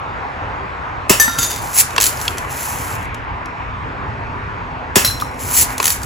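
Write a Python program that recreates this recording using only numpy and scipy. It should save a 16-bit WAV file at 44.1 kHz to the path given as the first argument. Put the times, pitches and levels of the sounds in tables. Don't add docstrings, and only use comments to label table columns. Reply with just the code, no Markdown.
import sys
import numpy as np
from scipy import signal
from scipy.fft import rfft, irfft
from scipy.io import wavfile
from scipy.ndimage import uniform_filter1d

SR = 44100
rng = np.random.default_rng(int(sys.argv[2]) if len(sys.argv) > 2 else 0)


def inscribe(sig):
    pcm = np.round(np.clip(np.atleast_2d(sig).T, -1, 1) * 32767)
    wavfile.write(sys.argv[1], SR, pcm.astype(np.int16))


def natural_amplitude(level_db):
    exponent = np.asarray(level_db, float) / 20
    return 10 ** exponent


N = 266805

# start_s, piston_db, pop_db
SHOT_TIMES = [
    (1.0943, -7, -2.5),
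    (4.9557, -7, -3),
]
# pitch_hz, width_hz, level_db
RECEIVER = [(2700, 350, 2.5), (5300, 1100, 0.5), (7280, 1500, 0.5), (10300, 3800, -4.5), (14200, 1800, -9),
            (1300, 2200, 3)]
# pitch_hz, level_db, fade_60db_s, sign
AIR_POP = [(390, 0, .04, 1), (196, -1.5, 0.041, -0.941), (967, -6.5, 0.044, 1), (610, -4.5, 0.0252, 0.97),
           (109, -6, 0.049, 0.95)]

# pitch_hz, level_db, fade_60db_s
FIRST_PLATE = [(1782, 1.5, 0.28), (3478, -20.5, 0.4), (3741, -18, 0.3), (4330, -23, 0.13),
               (4786, -13.5, .3), (5930, -12, .45), (6095, -6, .12), (6810, -9, .12), (8027, -7.5, .2),
               (9650, -9.5, .16), (10950, -10, .15), (11360, -10, .3), (12720, -16, 0.316),
               (14717, -7, .14)]
SECOND_PLATE = [(3610, -2.5, 0.17), (4790, -4, 0.2), (6120, -3, .22), (6340, -4.5, .25), (6826, 2, 0.21),
                (7686, -6, 0.18), (9490, 0.5, .2), (10100, -4, .1), (11380, -7, .2), (14500, -7, .2)]
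STEEL_BAR = [(1380, -3.5, 0.3), (3720, -10.5, .4), (5980, -11, .4), (264, -3, 0.092)]
THIRD_PLATE = [(3612, -23.5, 0.23), (4068, -8, 0.27), (4091, -14, 0.36), (5502, -7, 0.12), (5545, -21, 0.9),
               (6690, -16, 0.1), (7750, -23.5, 0.14), (8193, -23.5, 0.17), (9970, -4, 0.17),
               (10730, -9.5, 0.17), (11420, -12, 0.3), (12900, -12.5, 0.29), (13040, -19.5, 0.14),
               (13860, -13, 0.22)]
# start_s, ring_db, crack_db
FIRST_PLATE_BLOWS = [
    (1.1986, -1.5, -9),
    (1.224, -14, -15),
]
SECOND_PLATE_BLOWS = [
    (1.3864, -14.5, -9.5),
    (1.421, -17, -24),
    (1.429, -17, -16),
    (1.500, -26.5, -25),
    (1.515, -27.5, -23),
    (1.561, -31.5, -19.5),
]
BAR_BLOWS = [
    (1.279, -11.5, -17),
    (1.3863, -17.5, -26.5),
]
THIRD_PLATE_BLOWS = [
    (5.0476, -2.5, -6),
    (5.063, -28, -12),
    (5.2, -31.5, -23),
    (5.212, -26, -20),
]
# full_from_s, full_until_s, level_db, rise_20db_s, fall_20db_s
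HINGE_CHATTER = [
    (1.2, 1.23, -21.5, .002, .06),
    (1.26, 1.54, -31.5, .02, .17),
    (1.39, 1.395, -23.5, .01, .06),
    (1.428, 1.435, -18.5, .03, .06),
    (1.515, 1.525, -30, .06, .1),
    (5.05, 5.06, -20, .002, .08),
    (5.11, 5.12, -38, .02, .35),
    (5.215, 5.225, -40, .06, .06),
]

# start_s, peak_db, brightness_db
LEVER_TEETH = [(1.9627, -8, -4.5), (1.98, -3, -3.5), (2.0017, -3, 1), (2.0106, -.5, 3), (2.021, -1, 3.5),
               (2.029, -2, 0), (2.0394, 2, 3), (2.0574, -5.5, 4.5), (2.0649, -1.5, 3.5), (2.279, -9.5, -1),
               (5.78, -9.5, 1.5), (5.8002, -3, -6), (5.8276, -7, -1), (5.842, -6, 2), (5.8555, 1, 3),
               (5.8675, -3, 3.5), (5.8783, 0, 2.5), (5.903, -2, 3.5)]
# start_s, peak_db, brightness_db
LOOSE_TICKS = [(1.9056, -19.5, -3), (1.933, -26, -5.5), (2.127, -20, 0), (2.1726, -18.5, -4),
               (2.2001, -20, -2.5), (2.2134, -14.5, 1.5), (2.2536, -17.5, -0.5), (2.3724, -24.5, -2),
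               (2.382, -13.5, 1), (2.4194, -30.5, 0), (2.4464, -36, -3), (3.0094, -35, -1.5),
               (3.028, -30.5, 4), (3.0544, -34, 0), (3.1452, -21, -4.5), (3.4581, -22, -6),
               (5.705, -19, -6), (6.0172, -22.5, -1), (6.032, -13, 3.5)]
# pitch_hz, level_db (per Hz)
STEEL_TICK = [(240, -44), (400, -13.5), (865, -8), (1460, -1), (1790, -2.5), (2180, -6), (7400, -2),
              (9040, -7), (10400, -3.5), (16000, -16)]
TOOTH_FADE_S, TICK_FADE_S = 0.018, 0.016

# full_from_s, full_until_s, level_db, rise_20db_s, fall_20db_s
PELLET_ROLLS = [(1.62, 1.64, -32, .04, .3), (1.79, 1.81, -6.5, .055, .018), (1.84, 1.95, -39, .03, .1),
                (2.01, 2.05, -20, .016, .1), (2.068, 2.074, -17, .05, .05), (2.21, 2.23, -28, .15, .2),
                (2.385, 2.395, -39, .07, .14), (2.505, 2.95, -32, .02, .05), (2.6, 2.7, -28, .15, .2),
                (3.0, 3.05, -46, .1, .03), (5.40, 5.5, -30, .025, .1), (5.575, 5.625, -10.5, .1, .03),
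                (5.71, 5.73, -31, .09, .05), (5.85, 5.925, -20, .07, .07), (6.04, 6.06, -33, .07, .1)]
# pitch_hz, level_db (per Hz)
MAGAZINE_TUBE = [(800, -24.5), (2000, 2), (3600, -7), (5000, -4), (7500, 1), (8300, -6), (10300, 1.5),
                 (12000, -5.5), (14700, -3.5), (16000, -28)]
BRIGHT_PER_DB, PLAIN_DB = 0.25, -31

# start_s, level_db, pitch_hz, fade_60db_s
WOOD_KNOCKS = [(1.279, -13, 1900, .025), (1.279, -14, 900, .03), (2.28, -13, 5250, .012),
               (1.981, -7, 3250, .015), (1.982, -9, 1700, .015), (5.8, -10, 1800, .016),
               (5.2, -20, 3500, .02), (1.9814, -2, 1070, .025), (1.981, -2.5, 2700, .02),
               (2.2796, -6, 3300, 0.016), (2.28, -9, 2660, 0.017), (2.28, -9.5, 4400, .015),
               (5.099, -21, 1602, 0.077), (5.222, -5.5, 1220, 0.024), (5.8, -3.5, 1057, .025),
               (5.80, -12, 2612, 0.024), (1.984, -16.5, 450, .04), (5.802, -18, 448, .04)]

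# pitch_hz, level_db (per Hz)
ROAD_TONE = [(15, -43.5), (25, -20), (60, 10), (219, -14), (250, -6), (344, -13), (392, -9), (599, -10.5),
             (966, -1.5), (2500, -16), (3100, -25.5), (7030, -44), (8240, -48.5), (9170, -67.5),
             (10200, -50), (14000, -78)]
# time_s, level_db
TYRE_ROAR = [(0.0, -25.5), (0.5, -24.5), (1.3, -26.5), (1.9, -25.5), (2.7, -26.5), (3.5, -27.5),
             (4.5, -26.3), (5.3, -28.5), (5.7, -25), (6.05, -28)]
# start_s, end_s, pitch_hz, level_db
ENGINES = [
    (3.15, 6.91, 250, -40),
    (3.44, 5.0, 93, -42),
    (5.0, 5.58, 502, -39.5),
    (3.8, 4.9, 408, -39),
]
# pitch_hz, likeness (0 to 1)
ROAD_LIKENESS = [(40, .8), (150, 0.9), (300, 0.82), (700, 0.59), (1500, 0.5), (2000, 0.29), (2600, 0.52),
                 (5500, 0.52), (7000, .85), (12000, .8)]
RUMBLE_DB = -26
# middle_s, half_length_s, lift_db
HEAVY_VEHICLES = [
    (2.95, .35, 3.5),
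    (4.1, .5, 3),
]
# middle_s, half_length_s, lift_db, above_hz
CLOSER_CAR = (2.75, .85, 4.5, 1500)

# pitch_hz, fade_60db_s
WOOD_ECHO = [(200, .12), (1000, 0.37), (4000, 0.31), (15000, 0.13)]
# pitch_hz, lead_radians
SIDE_LEAD = [(0, 0), (1300, 2.5), (2350, 0.9), (2600, 0.8), (6000, .8), (8000, .05)]
# pitch_hz, lead_radians
SPACING_LEAD = [(7300, 0), (9000, -3.14), (10800, -6.1), (11600, -6.4), (13300, -9.42), (15000, -12.3),
                (16500, -13)]


def shot(piston_db, pop_db):
    t = np.arange(9000) / SR
    slam_fade = natural_amplitude(-60 * t / 0.034) + natural_amplitude(-3.5 - 60 * t / 0.3)
    shake = rng.standard_normal(len(t)) * np.minimum(t / 0.0028, 1) * slam_fade
    body = np.zeros(len(t))
    for hz, width_hz, db in RECEIVER:
        body += natural_amplitude(db) * signal.lfilter(*signal.iirpeak(hz, hz / width_hz, SR), shake)
    late = np.maximum(t - 0.0092, 0)
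    pop = np.zeros(len(t))
    for hz, db, fade_s, sign in AIR_POP:
        pop += sign * natural_amplitude(db - 60 * late / fade_s) * np.sin(2 * np.pi * hz * late)
    return np.array([natural_amplitude(piston_db + 4) * body, natural_amplitude(pop_db) * pop])


def blow(modes, ring_db, crack_db):
    t = np.arange(20000) / SR
    out = natural_amplitude(crack_db - 60 * t / 0.023) * rng.standard_normal(len(t))
    flutter = rng.standard_normal((len(modes), len(t)))
    flutter = evened(uniform_filter1d(uniform_filter1d(flutter, 500), 500))
    spots = rng.random(len(modes))
    for (hz, db, fade_s), spot, swing in zip(modes, spots, flutter):
        level_db = ring_db + db + 3.0 * (spot - 2.2) + 2.5 * swing
        out += natural_amplitude(level_db - 60 * t / fade_s) * np.sin(2 * np.pi * hz * t + 0.3 * swing)
    return out


def kept_ringing(modes, chatter):
    ring = np.zeros(N)
    for hz, db, _ in modes:
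        ring += natural_amplitude(0.53 * db) * signal.lfilter(*signal.iirpeak(hz, hz / 70, SR), chatter)
    return evened(ring)


def jangle():
    chatter = evened(taps(2500, 3.6))
    after_first_shot = np.arange(N) / SR < 3
    rings = np.where(after_first_shot, kept_ringing(SECOND_PLATE, chatter), kept_ringing(THIRD_PLATE, chatter))
    rattle = colour(chatter, STEEL_TICK, 0.67)
    return natural_amplitude(swells(HINGE_CHATTER)) * (rattle + natural_amplitude(-9) * rings)


def lever():
    out, t = np.zeros(N), np.arange(3000) / SR
    for ticks, fade_s in (LEVER_TEETH, TOOTH_FADE_S), (LOOSE_TICKS, TICK_FADE_S):
        shape = natural_amplitude(-60 * t / fade_s) * np.minimum(t / 0.0006, 1)
        for s, db, tilt_db in ticks:
            scrape = rng.standard_normal(len(t)) * shape
            add(out, s, natural_amplitude(db - 3) * colour(scrape, STEEL_TICK, tilt_db))
    return out


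def pellets():
    level_db = swells(PELLET_ROLLS)
    hits = taps(5000, 2.9)
    dull, bright = colour(hits, MAGAZINE_TUBE, -0.5), colour(hits, MAGAZINE_TUBE, 5.2)
    share = np.clip(0.5 + BRIGHT_PER_DB * (level_db - PLAIN_DB) / 8, 0, 1)
    return natural_amplitude(level_db) * evened(dull + share * (bright - dull))


def knocks():
    out, t = np.zeros(N), np.arange(3000) / SR
    for s, db, hz, fade_s in WOOD_KNOCKS:
        tone = np.sin(2 * np.pi * hz * t) * np.minimum(t / 0.00075, 1)
        add(out, s, natural_amplitude(db - 60 * t / fade_s) * tone)
    return out


def road():
    frames, hz = N // 256 + 5, np.fft.rfftfreq(1024, 1 / SR)
    a, b, c, d, patches = rng.standard_normal((5, 513, frames))
    patches = evened(uniform_filter1d(uniform_filter1d(patches, 10, 0), 16, 1))
    t, pitch = np.arange(frames) * 256 / SR, hz[:, None]

    rumble_db = RUMBLE_DB
    for s, half_s, db in HEAVY_VEHICLES:
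        rumble_db = rumble_db + db * np.exp(-((t - s) / half_s) ** 2)
    low = 1 / (1 + (pitch / 330) ** 4)
    level_db = low * rumble_db + (1 - low) * np.interp(t, *np.transpose(TYRE_ROAR))
    s, half_s, db, above_hz = CLOSER_CAR
    car_band = 1 / (1 + (above_hz / (pitch + 1)) ** 4) / (1 + (pitch / 4000) ** 4)
    level_db += db * np.exp(-((t - s) / half_s) ** 2) * car_band

    same = np.clip(read(ROAD_LIKENESS, hz), -1, 1)[:, None]
    left = a + 1j * b
    right = same * left + np.sqrt(1 - same ** 2) * (c + 1j * d)
    z = np.array([left, right]) * natural_amplitude(read(ROAD_TONE, hz)[:, None] + 1.58 * patches + level_db - 9)
    out = signal.istft(z, nperseg=1024, noverlap=768)[1][:, :N]

    t = np.arange(N) / SR
    for start, end, drone_hz, db in ENGINES:
        waver = evened(uniform_filter1d(rng.standard_normal(N), 9000))
        swell = np.sin(np.pi * np.clip((t - start) / (end - start), 0, 1))
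        drone = np.sin(2 * np.pi * np.cumsum(drone_hz + 2.5 * waver) / SR)
        out += natural_amplitude(db + 2.5 * waver) * swell * drone
    return out


def outdoors(x, near_db, far_db):
    hz, t, z = signal.stft(rng.standard_normal((2, SR // 2)), SR, nperseg=128)
    fade = natural_amplitude(-60 * t / read(WOOD_ECHO, hz)[:, None])
    far = signal.istft(z * fade, SR, nperseg=128)[1]
    echo = natural_amplitude(far_db) * far / np.linalg.norm(far[0])
    sparse = rng.random((2, 300)) < 0.05
    near = rng.standard_normal((2, 300)) * sparse * natural_amplitude(-np.arange(300) * 0.044)
    echo[:, 20:320] += natural_amplitude(near_db) * near / np.linalg.norm(near, axis=1, keepdims=True)
    echo[:, 0] = 1
    return signal.fftconvolve(x[None], echo, axes=1)[:, :N]


def pair(x, side):
    hz = np.fft.rfftfreq(N, 1 / SR)
    lead = side * np.interp(hz, *np.transpose(SIDE_LEAD)) + np.interp(hz, *np.transpose(SPACING_LEAD))
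    return irfft(rfft(x) * np.exp([0.5j * lead, -0.5j * lead]), N)


def taps(per_s, spread_db):
    size = natural_amplitude(spread_db * np.minimum(rng.exponential(1, N), 5))
    return size * (rng.random(N) < per_s / SR) * rng.choice([-1, 1], N)


def swells(rows):
    t, power = np.arange(N) / SR, np.zeros(N)
    for start, end, db, rise_s, fall_s in rows:
        away = np.maximum(np.maximum((start - t) / rise_s, (t - end) / fall_s), 0)
        power += natural_amplitude(2 * (db - 20 * away))
    return 10 * np.log10(power + 1e-12)


def colour(x, points, tilt_db=0):
    hz = abs(np.fft.fftfreq(1024, 1 / SR))
    log_gain = np.log(natural_amplitude(read(points, hz) + tilt_db * np.log2((hz + 500) / 6000)))
    response = np.fft.ifft(np.exp(log_gain - 1j * signal.hilbert(log_gain).imag)).real
    return signal.oaconvolve(x, response[:512] / np.linalg.norm(response))[:len(x)]


def read(points, hz):
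    f, value = np.transpose(points)
    return np.interp(np.log(hz + 1), np.log(f + 1), value)


def evened(x):
    return x / np.sqrt(np.mean(x ** 2) + 1e-20)


def add(mix, s, sound):
    part = mix[..., round(s * SR):][..., :sound.shape[-1]]
    part += sound[..., :part.shape[-1]]


def scene():
    shots, steel = np.zeros((2, N)), jangle()
    for s, *levels in SHOT_TIMES:
        add(shots, s, shot(*levels))
    targets = ((FIRST_PLATE, FIRST_PLATE_BLOWS), (SECOND_PLATE, SECOND_PLATE_BLOWS),
               (STEEL_BAR, BAR_BLOWS), (THIRD_PLATE, THIRD_PLATE_BLOWS))
    for modes, blows in targets:
        for s, *levels in blows:
            add(steel, s, blow(modes, *levels))
    body, pop = shots
    rifle = outdoors(body, -6.5, -8.5) + outdoors(pop, -22.5, -13)
    rifle += natural_amplitude(1) * outdoors(lever() + pellets(), -9, -9)
    rifle += natural_amplitude(1.5) * outdoors(knocks(), -13, -19)
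    return pair(rifle + road(), 0.84) + pair(outdoors(steel, -9, -7), -0.19)


def joint_stereo(x):
    hz, t, z = signal.stft([x[0] + x[1], x[0] - x[1]], SR, nperseg=1024)
    power = uniform_filter1d(uniform_filter1d(abs(z) ** 2, size=9, axis=1), size=3, axis=2)
    weak = (power < power[::-1] * natural_amplitude(2 * -5.0)) & (hz[:, None] > 3300)
    both, apart = signal.istft(z * ~weak, SR, nperseg=1024)[1][:, :N] / 2
    return np.array([both + apart, both - apart])


def roll_off(x):
    return signal.sosfilt(signal.butter(12, 16320, fs=SR, output="sos"), x)


def record(dry):
    bass_cut = signal.butter(2, 42, "high", fs=SR, output="sos")
    stereo = joint_stereo(signal.sosfilt(bass_cut, dry))
    return roll_off(np.clip(stereo, -1, 1))


dry = scene()
out = record(dry)
inscribe(out)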